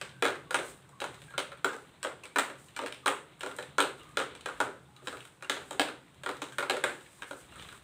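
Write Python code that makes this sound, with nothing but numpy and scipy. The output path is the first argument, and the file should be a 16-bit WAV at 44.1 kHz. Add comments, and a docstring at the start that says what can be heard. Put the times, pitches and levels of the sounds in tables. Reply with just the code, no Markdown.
"""In a small tiled room, a wire skimmer stirs a thick liquid in a plastic bucket and keeps knocking on its wall.
Each knock is a burst of noise plus decaying wall tones, followed by echoes and a fading noise tail.
The wires drag, swish and trickle as shaped noise and tiny clicks; bubbles are short wavering tones.
Droplets spray as thin high ticks, and an appliance hums far off as low filtered noise.
One small phone microphone, with its port resonances, hears it all."""
import sys
import numpy as np
from scipy import signal
from scipy.fft import rfft, irfft, next_fast_len
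from scipy.io import wavfile
from scipy.ndimage import uniform_filter1d, map_coordinates

SR = 44100
rng = np.random.default_rng(int(sys.argv[2]) if len(sys.argv) > 2 else 0)


def rack_gain(trim_db):
    """Turn a fader trim in dB into the linear factor to multiply a signal by."""
    fader = np.asarray(trim_db, float)
    return 10 ** (fader / 20)


def wav_out(sig):
    """Save sig, one row per channel (or a flat mono array), as 16-bit PCM at SR to the path in sys.argv[1]."""
    wavfile.write(sys.argv[1], SR, np.round(np.clip(np.atleast_2d(sig).T, -1, 1) * 32767).astype(np.int16))


N = 345303  # length in samples


def unit(x):
    """Scales a sound to rms 1."""
    return x / np.sqrt(np.mean(x ** 2) + 1e-20)


def along(points, hz):
    """Reads a curve of (f/Hz, value) points on a log frequency axis."""
    f, value = np.transpose(points)
    return np.interp(np.log(hz + 1), np.log(f + 1), value)


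def wobble(rate):
    """A smooth random curve through rate random points a second."""
    points = rng.standard_normal(int(N * rate / SR) + 4)
    return map_coordinates(points, [np.arange(N) * rate / SR])


def coloured(x, points):
    """Filters x to the given (f/Hz, level/dB) curve without sounding early (minimum phase)."""
    m = 2 * next_fast_len(x.shape[-1] // 2 + 4096)
    curve_db = along(points, np.fft.rfftfreq(m, 1 / SR))
    cepstrum = irfft(np.log(rack_gain(curve_db)), m)
    # folding the cepstrum onto positive times makes the filter causal
    cepstrum[1:m // 2] *= 2
    cepstrum[m // 2 + 1:] = 0
    response = np.exp(rfft(cepstrum))
    return irfft(rfft(x, m) * response, m)[..., :x.shape[-1]]


def add(track, s, sound):
    """Mixes a sound into the track at time s, in seconds."""
    part = track[round(s * SR):][:len(sound)]
    part += sound[:len(part)]


# the low hum swells and fades: t/s, level/dB
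HUM_LEVEL = [(0, -57), (1.3, -61.5), (1.7, -61), (5.8, -61.5), (6.6, -60), (7.83, -68)]
# colour of the low hum: f/Hz, level per Hz/dB
HUM_COLOUR = [(20, -34), (40, -36), (60, -20), (80, 1.5), (105, -8), (128, 11.5), (155, 6), (220, -3.5),
              (400, -42)]
# colour of the steady room air: f/Hz, level per Hz/dB
AIR_COLOUR = [(100, -27), (200, -15), (300, 0), (500, -9.5), (1000, -10), (3000, -16), (9000, -11),
              (13000, -4), (16000, -6)]


def air():
    """The background: low filtered noise wavers as a hum over the steady noise of the room air."""
    s, level_db = np.transpose(HUM_LEVEL)
    hum_db = np.interp(np.arange(N) / SR, s, level_db) + 2.5 * wobble(5)
    hum = unit(coloured(rng.standard_normal(N), HUM_COLOUR)) * rack_gain(hum_db)
    room_air = unit(coloured(rng.standard_normal(N), AIR_COLOUR)) * rack_gain(-54)
    return hum + room_air


# liquid draining through the mesh: start of full level t/s, length of full level/s, level/dB
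SWISHES = [(0, .12, -53), (0.644, 0.062, -36.5), (1.1, .2, -48.5), (1.79, 0.075, -52), (2.597, 0.072, -44),
           (2.95, 0.067, -54), (3.5, 0.13, -46), (3.978, 0.25, -50.5), (4.5, 0.094, -49),
           (5.055, 0.19, -45), (5.602, .15, -47.5), (6.252, 0.32, -49.5), (6.905, .18, -46.5),
           (7.089, .14, -46.5), (7.282, 0.13, -42), (7.519, 0.24, -44.5)]


def swish_level():
    """Hiss level in dB: each swish rises fast, holds and trails off."""
    rise, fall, still_db = 400, 150, -73  # dB per second, dB per second, hiss between swishes
    t = np.arange(N) / SR
    levels = []
    for s, length, db in SWISHES:
        edge = np.minimum(rise * (t - s), fall * (s + length - t))
        levels.append(db + np.minimum(0, edge))
    return np.maximum(still_db, np.max(levels, axis=0))


# drag of the wires through the liquid and along the wall: t/s, level/dB
DRAG = [(0, -62), (.3, -68.5), (.7, -59.5), (.95, -68), (1.25, -59.5), (1.8, -65), (3, -66.5), (3.25, -65),
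        (4.55, -56.5), (4.9, -76), (5.15, -57), (5.4, -76), (5.75, -57.5), (6.2, -68.5), (6.8, -65.5),
        (7.45, -60), (7.62, -53), (7.83, -61)]
# colour of the scrape: f/Hz, level per Hz/dB
SCRAPE_COLOUR = [(200, 6.5), (500, -4.5), (1400, -6.5), (4000, -0.5), (5500, -26), (8000, -19)]
# colour of the swishing hiss: f/Hz, level per Hz/dB
HISS_COLOUR = [(3000, -26), (5000, -10.5), (8000, -5.5), (12000, -1), (16000, -1)]


def stirring():
    """The drag is grainy: tiny catches of wire on plastic ride on an unsteady rush of noise."""
    s, level_db = np.transpose(DRAG)
    catches = (rng.random(N) < 150 / SR) * rng.exponential(size=N)  # about 150 a second
    fade = np.exp(-np.arange(400) / SR / 0.0016)
    grain = 1 + 0.5 * np.convolve(catches, fade)[:N]
    scrape_db = np.interp(np.arange(N) / SR, s, level_db) + 3 * wobble(30)
    scrape = unit(coloured(grain * rng.standard_normal(N), SCRAPE_COLOUR)) * rack_gain(scrape_db)
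    hiss_db = swish_level() + 1.4 * wobble(25)
    hiss = unit(coloured(grain * rng.standard_normal(N), HISS_COLOUR)) * rack_gain(hiss_db)
    return scrape + hiss


def trickle():
    """Tiny wet clicks off the wires, each a few cycles of a tone, get louder as the drag grows."""
    s, drag_db = np.transpose(DRAG)
    track = np.zeros(N)
    for when, pitch, size in rng.random((700, 3)):
        hz = 1000 * 4 ** pitch
        cycles = np.arange(round(12 * SR / hz)) * hz / SR
        drop = np.sin(2 * np.pi * cycles) * cycles * np.exp(-cycles / 2.4)
        level_db = np.interp(when * N / SR, s, drag_db) - 3 * np.log(size + .05)
        add(track, when * N / SR, rack_gain(level_db) * drop)
    return track


# contacts of rim and wall: t/s, blow level/dB, then three levels re the blow:
# boom 250-700 Hz level/dB, clack 2-4.5 kHz level/dB, tick 5-12 kHz level/dB
KNOCKS = [(.0136, -25, -14.5, -9, -18), (.0927, -42.5, -32, -4, -19), (.2235, -13.5, -9.5, -11, -21),
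          (.2519, -11.5, -12.5, -16, -23), (.2822, -18.5, -13, -14.5, -24), (.323, -37, -30, -23, -28),
          (.3563, -29, -24, -20, -27), (.395, -40, -22, -21, -27), (.5079, -19, -18, -14.5, -18),
          (.544, -10, -17.5, -16.5, -21), (.5884, -26.5, -7.5, -9.5, -19), (.6312, -32, -11.5, -23, -20),
          (.8908, -46.5, -13, -18, -11), (1.0026, -34, -12, -3, -8), (1.0173, -23, -9, -11.5, -21.5),
          (1.041, -21.5, -13, -17.5, -21.5), (1.1435, -40, -28, -13, -13), (1.2181, -41, -13, -6.5, -12),
          (1.3057, -39, -19, -18, -27), (1.3384, -30.5, -22, -23, -34), (1.3796, -18.5, -11.5, -6, -15.5),
          (1.5182, -31.5, -17, -16, -25), (1.5729, -49, -11, -11, -13), (1.6451, -10, -15, -16.5, -23),
          (1.732, -31.5, -12.5, -15, -20), (1.7649, -37, -11, -23, -16), (2.0296, -22, -24, -16, -15),
          (2.0473, -18, -13, -16.5, -28), (2.0975, -41, -8, -24, -25), (2.2366, -39, -11, -8, -9),
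          (2.2541, -40.5, -10.5, -3.5, -9), (2.3597, -12.5, -17, -18.5, -24.5),
          (2.385, -9, -16, -14.5, -19), (2.4995, -28.5, -14, -18.5, -24), (2.554, -39, -33, -15, -31),
          (2.6842, -58.5, -12, 8, -1), (2.7482, -59, -23, 2, -13), (2.7641, -25, -23, -13, -16.5),
          (2.7902, -19.5, -16, -16.5, -27), (2.816, -28.5, -7, -18, -20.5), (2.8359, -31, -2.5, -13, -21),
          (2.8612, -27, -20, -7.5, -16), (2.924, -36, -24, -3, -10), (3.0598, -9, -19.5, -19.5, -23),
          (3.0785, -9, -16, -17, -21.5), (3.395, -59, -27, -18, 4), (3.4081, -32, -14.5, -3.5, -11.5),
          (3.4326, -22.5, -13, -17, -22), (3.462, -26, -9, -13, -20), (3.49, -33, -18, -24, -25),
          (3.5129, -32, -10, -14, -23), (3.5644, -49, -22, -8, 5), (3.5861, -25, -13, -10.5, -22.5),
          (3.6253, -43.5, -8, 3, -6), (3.7823, -8.5, -17.5, -18.5, -28), (3.8034, -15.5, -8, -9, -12.5),
          (3.8383, -26, -3.5, -13, -26), (3.995, -55, -25, -8, -4), (4.0324, -47, -17.5, -9.5, -11),
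          (4.1713, -12.5, -14, -14, -23), (4.1999, -18, -12.5, -24, -28), (4.2154, -25, -18, -14, -21),
          (4.3508, -40, -9.5, -3, -11), (4.4087, -51.5, -30, 8, -1), (4.459, -20, -14.5, -15, -21.5),
          (4.4862, -22, -15.5, -28, -31), (4.6024, -10, -15.5, -18.5, -25.5), (4.6663, -34.5, -2, -22, -26),
          (4.964, -55, -15, 4, -2), (5.02, -49, -1.5, -24, -28), (5.0588, -47, -10, -15, -12),
          (5.072, -24, -13.5, -9.5, -17), (5.1274, -30, -9, -21, -23), (5.1704, -34, -15.5, -15.5, -21),
          (5.2052, -46, -25, 1, -14), (5.2512, -38.5, -27, -12, -11.5), (5.4081, -52, -18, -5, -28),
          (5.4238, -26, -20, -16.5, -21), (5.45, -42, -14, -15, -20), (5.4967, -15, -14.5, -8.5, -15.5),
          (5.567, -26.5, -11.5, -16, -30), (5.6152, -37, -15, -12, -29), (5.7087, -28, -11, -13.5, -14),
          (5.7452, -39, -5, -25, -23), (5.7955, -15, -6, -5, -12.5), (5.8849, -21.5, -20.5, -20, -28),
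          (6.1439, -58, -8, -7, -2), (6.2348, -28, -15.5, -11.5, -19.5), (6.2619, -18.5, -15.5, -18, -26),
          (6.2906, -24, -8.5, -13, -19.5), (6.3683, -45, -31, -5, -8), (6.4185, -24, -13, -10, -17),
          (6.485, -43, -17, -5, -17), (6.5226, -41, -19, -9, -10), (6.5836, -15.5, -17, -14.5, -18),
          (6.6264, -18, -16, -19.5, -27), (6.6971, -15.5, -15, -8, -16.5), (6.735, -27.5, -4, -19, -20),
          (6.7676, -23, -12, -16, -20), (6.8389, -12, -13, -14.5, -21), (6.8946, -32, -11, -9, -24),
          (6.9317, -40, -10, -13, -23), (7.0082, -40.5, -19, -14, -25), (7.0625, -49, -33, 0, -20),
          (7.2212, -25, -22, -17, -25), (7.3098, -28, -11.5, -15, -21.5), (7.5225, -39.5, -16, -9, -30),
          (7.5576, -33, -27, -28, -21), (7.5952, -38, -20, -7, -19), (7.6233, -42.5, -14, -1.5, -12),
          (7.6874, -34, -30, -10.5, -22), (7.7258, -38, -15, -15, -16)]


def contacts():
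    """The listed knocks, joined by ten faint chance touches."""
    when, size = rng.random(10), rng.standard_normal((10, 4))
    usual = [-60, -16, -9, -18]  # blow, boom, clack and tick level/dB
    brushes = np.column_stack([when * N / SR, usual + 3 * size])
    return np.vstack([KNOCKS, brushes])


# ringing tones (modes) of the bucket wall, damped by the liquid: f/Hz, level/dB, time to fall 60 dB/s
WALL = [(275.5, -3.5, 0.062), (389.4, -3, 0.093), (474.4, -4.5, 0.095), (541, -2, 0.068),
        (587.5, -2.5, 0.053), (717, 3, 0.021), (818, -3.5, 0.042), (880, -7, 0.02), (949, 4, 0.021),
        (1063, -4.5, 0.031), (1230, 0, 0.031), (1400, 1.5, 0.03), (1472, 4, 0.015), (1618, 3.5, 0.023),
        (1800, 6.5, 0.011), (2250, 7.5, 0.01), (2441, -6.5, 0.05), (3010, 3.5, 0.015), (3340, 6.5, 0.014),
        (3921, 6, 0.021), (5100, -40, 0.0056)]


def wall_ring(t):
    """The struck wall rings as fading tones, varied because the contact point and liquid line change."""
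    hz, mode_db, t60 = np.transpose(WALL)[:, :, None]
    strength, pitch = rng.standard_normal((2, len(WALL), 1))
    level = rack_gain(mode_db + 2.5 * strength - 60 * t / t60)
    ring = level * np.sin(2 * np.pi * hz * (1 + 0.031 * pitch) * t)
    return ring.sum(axis=0) * (1 - np.exp(-t / 0.0014))  # the wall takes a moment to bend


def crack(t, blow_db):
    """Contact noise: a sharp snap, a short scrape and loose wires slapping again, ever weaker."""
    scrape, snap = rack_gain(15 - 60 * t / 0.026), rack_gain(20 - 60 * t / 0.0033)
    slaps = (rng.random(len(t)) < 90 / SR) * rack_gain(12 - 60 * t / 0.18)  # about 90 a second
    chatter = np.convolve(slaps, rack_gain(-60 * t[:200] / 0.0022))[:len(t)]
    bright_noise = np.diff(rng.standard_normal(len(t) + 1))
    # weaker blows make contact more slowly: 0.18 dB longer for each dB weaker
    contact_time = 0.00014 * rack_gain(-0.18 * (blow_db + 8.5))
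    return (scrape + snap + chatter) * bright_noise * (1 - np.exp(-t / contact_time))


def all_round(blow):
    """The blow summed over all directions, as the room receives it: only the low modes stay apart."""
    hz, power = np.fft.rfftfreq(len(blow), 1 / SR), np.abs(rfft(blow)) ** 2

    def blur(width_hz):
        """Averages the power over a band, so that single tones merge."""
        return np.abs(uniform_filter1d(power, round(width_hz / hz[1])))

    upper = np.where(hz < 2000, blur(width_hz=350), blur(width_hz=1200))
    power = np.where(hz < 700, blur(width_hz=60), upper)
    pulse = irfft(np.sqrt(power), len(blow))
    return np.roll(pulse, 300)[:900] * np.hanning(900) ** .5  # centred 7 ms into its window


# how long the room rings: f/Hz, time to fall 60 dB/s
ROOM = [(250, 0.59), (600, 0.35), (1500, 0.36), (4000, 0.33), (10000, 0.34), (16000, 0.28)]


def room_tail():
    """A fresh noise tail of energy 1 stands for many reflections; each frequency dies at its own speed."""
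    hz, t, noise = signal.stft(rng.standard_normal(2 * SR // 5), SR, nperseg=256)
    fading = noise * rack_gain(-60 * t / along(ROOM, hz)[:, None])
    tail = signal.istft(fading, SR, nperseg=256)[1]
    tail *= 1 - np.exp(-np.arange(len(tail)) / SR / 0.011)  # reflections build up
    return tail / np.linalg.norm(tail)


# first echoes off floor tiles and near walls, before chance shifts: delay t/s, level/dB
ECHOES = [(.0035, -14.5), (.0065, -11), (0.01, -5), (0.0133, -14.5), (0.021, -8)]


def knocks():
    """Each contact snaps, chatters and rings the wall, then its echoes and tail fill the room."""
    wet_db = -3.5  # echoes and room re the blow
    track, t = np.zeros(N), np.arange(SR // 10) / SR
    for s, db, boom_db, clack_db, tick_db in contacts():
        shade = [(40, boom_db - 29), (150, boom_db - 31), (280, boom_db), (600, boom_db), (1400, -10),
                 (3000, clack_db), (8000, tick_db), (16000, tick_db - 2.5)]  # f/Hz, level/dB
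        blow = rack_gain(db) * coloured(wall_ring(t) + crack(t, db), shade)
        add(track, s, blow)
        chances = rng.uniform(-1, 1, (len(ECHOES), 2))
        for (delay, echo_db), (shift, change) in zip(ECHOES, chances):
            echo = rack_gain(wet_db + echo_db + 5.4 * change) * blow
            add(track, s + delay * (1 + 0.066 * shift), echo)
        tail = signal.fftconvolve(all_round(blow), room_tail())
        add(track, s - .003, rack_gain(wet_db) * tail)  # early, as the summed blow is centred 7 ms in
    return track


# short faint tones, likely bubbles in the liquid:
# t/s, length/s, f/Hz before waver, peak level/dB before flutter
BUBBLES = [(.03, 0.048, 1560, -54), (.04, .03, 2220, -54), (.13, 0.13, 1560, -60.5),
           (0.464, 0.083, 1116, -56.5), (0.934, 0.094, 1095, -61), (1.281, 0.093, 1630, -54),
           (2.235, 0.029, 2560, -47), (2.251, 0.021, 2263, -43), (2.30, 0.043, 2270, -58),
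           (2.69, 0.015, 1800, -57), (3.03, 0.068, 1210, -64), (4.007, 0.03, 2860, -56),
           (4.002, 0.18, 1212, -59.5), (4.852, .02, 3500, -63), (4.878, .13, 825, -67),
           (4.953, 0.21, 1230, -64), (5.252, 0.033, 3040, -60), (5.441, 0.021, 2800, -49),
           (7.06, 0.017, 2250, -53), (7.52, .02, 2790, -52), (7.556, 0.028, 1360, -56),
           (7.6, .03, 1300, -59), (7.62, .02, 3100, -58), (7.69, .015, 2250, -56), (7.715, .05, 1400, -58)]


def bubbles():
    """Soft sine tones waver in pitch and flutter in level."""
    track = np.zeros(N)
    flutter, waver = rack_gain(3.5 * wobble(120) - 1), .03 * wobble(350)
    for s, length, hz, db in BUBBLES:
        u = np.linspace(0, 1, round(length * SR))
        pitch = hz * (1 + waver[round(s * SR):][:len(u)])
        phase = 2 * np.pi * np.cumsum(pitch) / SR
        swell = np.sin(np.pi * u ** 0.42).clip(0) ** .5  # rises faster than it fades
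        add(track, s, rack_gain(db) * swell * np.sin(phase))
    return track * flutter


def spray():
    """Tiny droplets burst at random as thin, high, quickly fading tones."""
    track, t = np.zeros(N), np.arange(SR // 200) / SR
    for when, pitch, size in rng.random((35, 3)):
        hz = 12000 * 1.4 ** (2 * pitch - 1)  # spread evenly in pitch around 12 kHz
        tick = np.sin(2 * np.pi * hz * t) * rack_gain(-60 * t / .003)
        level_db = -47 - 4 * np.log(size + .05)  # a few come out much louder
        add(track, when * N / SR, rack_gain(level_db) * tick)
    return track


def scene():
    """All sources, added together at the microphone."""
    return (air() + stirring() + trickle() + knocks() + bubbles() + spray())[None]


def low_pass(x):
    """Removes everything above the highest recorded frequency."""
    return signal.sosfilt(signal.butter(12, 17150, fs=SR, output="sos"), x)


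# colour of the microphone behind its port: f/Hz, level/dB
MIC = [(20, -47), (50, 2), (200, -1.5), (1000, 2.5), (1450, 1.5), (2000, 0.5), (3850, -2.5), (4600, -9.5),
       (5600, -13.5), (7000, -10.5), (8500, -5), (10000, -17.5), (13000, -28.5), (15500, -22.5),
       (15800, -49), (22000, -42)]


def record(dry):
    """The small microphone and its port boost some pitches and weaken others."""
    mix = coloured(dry, MIC)
    return low_pass(mix)


dry = scene()
out = record(dry)
wav_out(out)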